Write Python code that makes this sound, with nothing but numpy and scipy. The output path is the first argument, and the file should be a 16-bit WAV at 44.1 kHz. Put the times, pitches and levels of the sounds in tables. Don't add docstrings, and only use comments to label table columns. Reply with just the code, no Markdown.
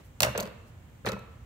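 import sys
import numpy as np
from scipy import signal
from scipy.fft import rfft, irfft
from scipy.io import wavfile
from scipy.ndimage import uniform_filter1d

SR = 44100
rng = np.random.default_rng(int(sys.argv[2]) if len(sys.argv) > 2 else 0)


def attenuation_scalar(level_db):
    decades = np.asarray(level_db, float) / 20
    return 10 ** decades


def generate_wav(sig):
    pcm = np.round(np.clip(np.atleast_2d(sig).T, -1, 1) * 32767).astype(np.int16)
    wavfile.write(sys.argv[1], SR, pcm)


N = 63945
LEFT_LAG_S = .0002

# start in seconds, level in dB, ringing pitch in Hz, push in ms,
# share into the bench in dB.
TAPE = [(1.0483, -33.5, 550, 1, 4.5), (1.0630, -36, 1150, 0.42, 9.5), (1.0704, -26.5, 423, 0.65, 1),
        (1.07, -28.5, 1320, 0.17, -15.5), (1.0699, -27, 1700, 0.19, -8), (1.0707, -34, 1950, 0.088, -27),
        (1.0890, -29, 505, 0.78, 1.5), (1.1190, -34, 439, 0.53, -1.5), (1.1290, -36.5, 498, 0.85, 3),
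        (1.1400, -38.5, 1390, 0.2, -22), (1.1640, -42, 940, 0.91, 3.5)]
# pitch in Hz, width in Hz, level in dB.
TIPS = [(4230, 460, 5), (4750, 1000, -6), (6220, 360, 1), (7350, 370, -1.5), (9000, 600, -9),
        (9800, 960, -6.5), (12800, 930, -1.5), (13400, 500, -8), (14400, 600, -7.5), (3400, 1300, -13)]


def band(x, hz, width):
    return signal.lfilter(*signal.iirpeak(min(hz, .45 * SR), hz / width, fs=SR), x)


def unit(x):
    return x / np.sqrt(np.mean(x ** 2))


def mode(x, hz, t60, turn=0):
    pole = np.exp(2j * np.pi * hz / SR - np.log(1000) / (t60 * SR))
    ringing = signal.lfilter([1], [1, -pole], x)
    return (ringing * np.exp(1j * turn)).imag


def pair():
    shared, left, right = rng.standard_normal((3, N))
    low = signal.butter(1, 480, fs=SR)
    treble = np.array([v - signal.lfilter(*low, v) for v in (left, right)])
    return signal.lfilter(*low, shared) + treble


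def walk(rate):
    k = int(SR / rate)
    w = uniform_filter1d(uniform_filter1d(rng.standard_normal(N), k), k)
    return (w - w.mean()) / w.std()


def shop():
    # frequency in Hz, density in dB per Hz.
    air_spectrum = [(15, -39), (25, -28), (49, 3), (123, -2.5), (405, -18), (476, -17), (2840, -28.5),
                    (14800, -59), (16000, -45)]
    # centre in Hz, width in Hz, level in dB.
    hum_bands = [(67.7, 17, -59.5), (88.54, 7.5, -58), (117.2, 1.7, -58), (142.4, 12, -65),
                 (231, 8.23, -68), (435, 36, -99), (7100, 3000, -74), (14420, 10000, -74)]
    f = np.fft.rfftfreq(N, 1 / SR)
    hz, db = np.array(air_spectrum).T
    air = irfft(rfft(pair()) * attenuation_scalar(np.interp(np.log(f + 1), np.log(hz), db)), N)
    hum = 0
    for centre, width, level_db in hum_bands:
        narrow = band(band(pair(), centre, width), centre, width)
        hum = hum + attenuation_scalar(level_db + 0.65 * walk(13.0)) * unit(narrow)
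    return attenuation_scalar(-52.5 + 0.27 * walk(1.35)) * unit(air) + hum


def brush():
    # swell centre in seconds, length in seconds, level in dB, centre in Hz.
    strokes = [
        (0, .03, -44, 75),
        (.058, .05, -67, 14500),
        (.06, .05, -71, 7500),
        (.686, .04, -69, 6000),
        (.686, .04, -69, 13000),
        (.04, .12, -68, 2000),
    ]
    t = np.arange(N) / SR
    out = 0
    for s, length_s, db, hz in strokes:
        swell = np.exp(-(2 * (t - s) / length_s) ** 2)
        out = out + attenuation_scalar(db) * swell * unit(band(pair(), hz, hz * .6))
    return out


def steel(rows, peaks):
    ring_cycles, scatter_db = 1.7, 1.5
    crack_db, crack_t60_s, steel_db = -7, .018, -2.5
    size = 2048
    out, t = np.zeros((2, N)), np.arange(size) / SR
    for s, db, tilt_db, ms in rows:
        chance = rng.standard_normal((len(peaks), 3))
        noise = rng.standard_normal((3, size))
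        hit = noise[2] ** 3 * np.exp(-t / (max(ms, .05) / 1000)) / np.sqrt(1 + ms * 40)
        hit[0] += 2
        ring = 0
        for (hz, width, mode_db), c in zip(peaks, chance):
            left = np.pi / 2 + 2 * np.pi * hz * LEFT_LAG_S + .5 * c[2]
            turn = np.array([[left], [0]]) + np.pi * (c[2] > 0)
            both = mode(hit, hz, ring_cycles / width, turn)
            gain = attenuation_scalar(mode_db + tilt_db * np.log2(hz / 5000) + scatter_db * c[:2, None])
            ring = ring + gain * both / np.abs(both).max()
        crack = band(noise[:2], 6000 * attenuation_scalar(tilt_db), 9300) * attenuation_scalar(-60 * t / (crack_t60_s + ms / 200))
        contact = ring / np.abs(ring).max() + attenuation_scalar(crack_db) * crack / np.abs(crack).max()
        i = int(s * SR)
        out[:, i:i + size] += attenuation_scalar(db + steel_db) * contact
    return signal.sosfilt(signal.butter(2, 1600, "high", fs=SR, output="sos"), out)


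def points_strike():
    # start in seconds, peak in dB, tilt in dB per octave, chatter in ms.
    contacts = [
        (.2046, -4.5, 0.5, .9),
    ]
    # pitch in Hz, width in Hz, level in dB.
    points = [(2054, 95, -11.5), (2670, 140, -6), (5030, 280, -27.5), (4250, 180, 0.5), (5760, 310, -12),
              (7250, 450, -2.5), (9200, 690, -8.5), (11360, 610, -7.5), (13260, 1000, -5), (15100, 630, -7)]
    return steel(contacts, points)


def knocks():
    # start in seconds, level in dB, ringing pitch in Hz, push in ms,
    # share into the bench in dB.
    handles = [(.2047, -28.5, 617, 0.63, 3), (.2052, -32, 1210, 0.12, -14), (.2210, -26.5, 611, 0.86, -1.5),
               (.2305, -26.5, 890, 0.19, 2), (.2320, -30, 1403, 0.34, 7), (.2470, -26, 603, 0.57, 2),
               (.2665, -24.5, 613, 0.97, -1), (.2820, -28.5, 558, 0.82, 2), (.3500, -28, 598, 0.59, -1),
               (.3555, -28.5, 605, 1, -5), (.3570, -29, 478, 0.37, -8), (.3770, -32, 480, 0.66, 5.5),
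               (.3900, -29.5, 585, 0.54, -0.5), (.4010, -35.5, 405, 0.57, 2), (.4110, -32, 638, 1, -3),
               (.4270, -38.5, 520, 0.96, 6.5), (.4550, -39, 440, 0.52, -3.5), (.4740, -52, 476, 0.98, 15)]
    # pitch in Hz, level in dB, t60 in seconds.
    bench = [(67.8, -15.5, 0.22), (122.6, -12.5, 0.21), (299.5, -31.5, 0.12), (412, -15.5, 0.1),
             (469, -15.5, .14), (535.6, -14.5, 0.17), (605.5, -6, 0.11), (743.5, -15.5, 0.18),
             (857, -22, 0.22), (1022, -10.5, 0.2), (1507, -33, 0.13), (1700, -22, 0.1), (2680, -27, .25)]
    handle_t60_s = .034
    sheet_db, sheet_t60_s, sheet_hz, sheet_width_hz = 5.5, .077, 1430, 2700
    size = 4096
    drive, out = np.zeros((len(bench), 2, N)), np.zeros((2, N))
    t = np.arange(size) / SR
    for s, db, hz, ms, bench_db in list(handles) + list(TAPE):
        i, n = int(s * SR), max(int(ms * SR / 1000), 2)
        push = np.sin(np.pi * (np.arange(n) + .5) / n) * np.pi / 2 / n
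        chance = rng.standard_normal((len(bench), 4))
        noise = rng.standard_normal((3, size))
        scatter_db = 1.07 * chance[:, :1] + 1.1 * chance[:, 1:3]
        gain = np.sign(chance[:, 3:]) * attenuation_scalar(db + bench_db + scatter_db)
        drive[:, :, i:i + n] += gain[:, :, None] * push
        turn = np.array([[0.61 * 2 * np.pi * hz * LEFT_LAG_S], [0]])
        handle = mode(np.pad(push, (0, size - n)), hz * 0.955, handle_t60_s)
        handle = mode(handle, hz * 1.072, handle_t60_s, turn)
        sheet = band(noise[0] + 1.14 * noise[1:], sheet_hz, sheet_width_hz) * attenuation_scalar(-60 * t / sheet_t60_s)
        sheet = signal.lfilter(push[::2] * 2, 1, sheet)
        out[:, i:i + size] += attenuation_scalar(db) * (handle / np.abs(handle).max() + attenuation_scalar(sheet_db + bench_db) * sheet)
    for d, (hz, db, t60) in zip(drive, bench):
        split = .022 * (hz > 700)
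        for k in (-1, .3, 1):
            out = out + attenuation_scalar(db) * mode(d, hz * (1 + k * split), t60) / 3
    return out


def boom():
    # start in seconds, level in dB.
    booms = [
        (0.214, -38),
        (0.299, -37.5),
        (.380, -33.5),
        (0.428, -35),
        (1.071, -31.5),
        (1.128, -33),
        (1.202, -46.5),
    ]
    boom_hz, fade_t60_s, rise_t60_s = 203, .13, .043
    drive = np.zeros(N)
    for s, db in booms:
        drive[int(s * SR)] = attenuation_scalar(db)
    return mode(mode(drive, boom_hz, fade_t60_s), boom_hz, rise_t60_s) * attenuation_scalar(-38.5)


def landing():
    # start in seconds, peak in dB, tilt in dB per octave, chatter in ms.
    contacts = [
        (.2210, -9.5, 1.5, 1.5),
        (.2288, -19, -0.5, 1.5),
        (.2445, -14.5, 0.5, 2.1),
        (.2495, -22, 1, 2),
        (.2615, -29, 1, 1.3),
        (.2840, -48, -2, 1.5),
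    ]
    # pitch in Hz, width in Hz, level in dB.
    blades = [(1850, 350, -6.5), (2720, 260, -5), (3476, 260, -3.5), (4200, 580, 0), (5900, 350, -2),
              (7180, 400, -1.5), (8530, 600, -4.5), (10280, 800, -5), (12200, 460, -4), (13990, 800, -5.5)]
    return steel(contacts, blades)


def slap():
    # start in seconds, peak in dB, tilt in dB per octave, chatter in ms.
    contacts = [
        (.2310, -2.5, 0, 1.5),
        (.2325, -10.5, -5.5, 0.89),
    ]
    # pitch in Hz, width in Hz, level in dB.
    flat = [(1930, 75, -9.5), (2640, 160, -1), (3640, 160, -3.5), (4266, 250, -2.5), (5720, 250, -3.5),
            (7000, 350, -2.5), (9010, 400, -13.5), (11430, 450, -10.5), (12700, 500, -11),
            (14500, 990, -11)]
    return steel(contacts, flat)


def rocking():
    # start in seconds, peak in dB, tilt in dB per octave, chatter in ms.
    contacts = [
        (.3770, -15, 2.5, 3.2),
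        (.4005, -21, -3, 1.7),
        (.4050, -19, 0.5, 2),
        (.4262, -29, -2, 2),
        (.4315, -29, -0.5, 2.4),
        (.4550, -35.5, -7, 1.1),
        (.4650, -40, -6, 1.1),
        (.4740, -38, -7, 1.5),
    ]
    return steel(contacts, TIPS)


def roll():
    # pitch in Hz, level in dB, t60 in seconds.
    thin_rings = [(969, -19, 0.29), (1247, -26.5, 0.33), (1320, -19, 0.57), (1413, -25.5, 0.47),
                  (1965, -23, 0.32), (2265, -27.5, 0.17), (2570, -29.5, 0.46), (2652, -29.5, 0.37)]
    drive = np.zeros(N)
    for s, db, *_ in TAPE:
        drive[int(s * SR)] += attenuation_scalar(db)
    out = 0
    for hz, db, t60 in thin_rings:
        turn = np.array([[2 * np.pi * hz * LEFT_LAG_S], [0]])
        out = out + attenuation_scalar(db) * mode(drive, hz, t60, turn)
    return out


def nudged():
    # start in seconds, peak in dB, tilt in dB per octave, chatter in ms.
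    contacts = [(1.0578, -29, 2.5, 4.2), (1.0632, -25, -1.5, 1.2), (1.0705, -32, -2, 1.3),
                (1.0820, -33, 4, 2.3), (1.0880, -20, -9, 1.3), (1.0930, -26.5, -6, 2),
                (1.1020, -42, -15, 1.2), (1.1186, -26, -11, 2.1), (1.1310, -36.5, -2, 2.5),
                (1.1920, -44.5, 3, 2)]
    return steel(contacts, TIPS)


def room(x):
    # band centre in Hz, level in dB, t60 in seconds.
    tail_bands = [(166, -18.5, 0.39), (403.6, -23, 0.61), (1150, -22, 0.97), (2398, -18, 0.83),
                  (5890, -10.5, 0.28), (13020, -8, .35)]
    t = np.arange(N) / SR
    tail = 0
    for hz, db, t60 in tail_bands:
        tail = tail + attenuation_scalar(db - 60 * t / t60) * unit(band(band(pair(), hz, hz), hz, hz))
    tail = tail * np.clip((t - .002) / 0.0023, 0, 1) * attenuation_scalar(-35.5)
    return signal.fftconvolve(tail, x[None])[:, :N]


def scene():
    # centre in Hz, width in Hz, lift in dB.
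    left_lift = [(1300, 900, 0.5), (4330, 3700, 1.5), (400, 504, 1.5)]
    near = points_strike() + knocks() + boom() + landing() + slap() + rocking() + roll() + nudged()
    left = near[0]
    for hz, width, db in left_lift:
        left = left + (attenuation_scalar(db) - 1) * band(near[0], hz, width)
    left = np.roll(left, int(round(LEFT_LAG_S * SR)))
    right = near[1] + (attenuation_scalar(5) - 1) * band(near[1], 14000, 6800)
    ears = np.array([left, right])
    return (ears + room(near.mean(axis=0)) + brush() + shop()) * attenuation_scalar([[-.6], [.6]])


def top_cut(x):
    return signal.sosfilt(signal.butter(12, 16830, fs=SR, output="sos"), x)


def record(dry):
    dipped = dry - .55 * band(dry, 11000, 900)
    topped = signal.sosfilt(signal.ellip(8, .3, 40, 15750, fs=SR, output="sos"), dipped)
    mix = signal.sosfilt(signal.butter(4, 46, "high", fs=SR, output="sos"), topped)
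    return top_cut(mix)


dry = scene()
out = record(dry)
generate_wav(out)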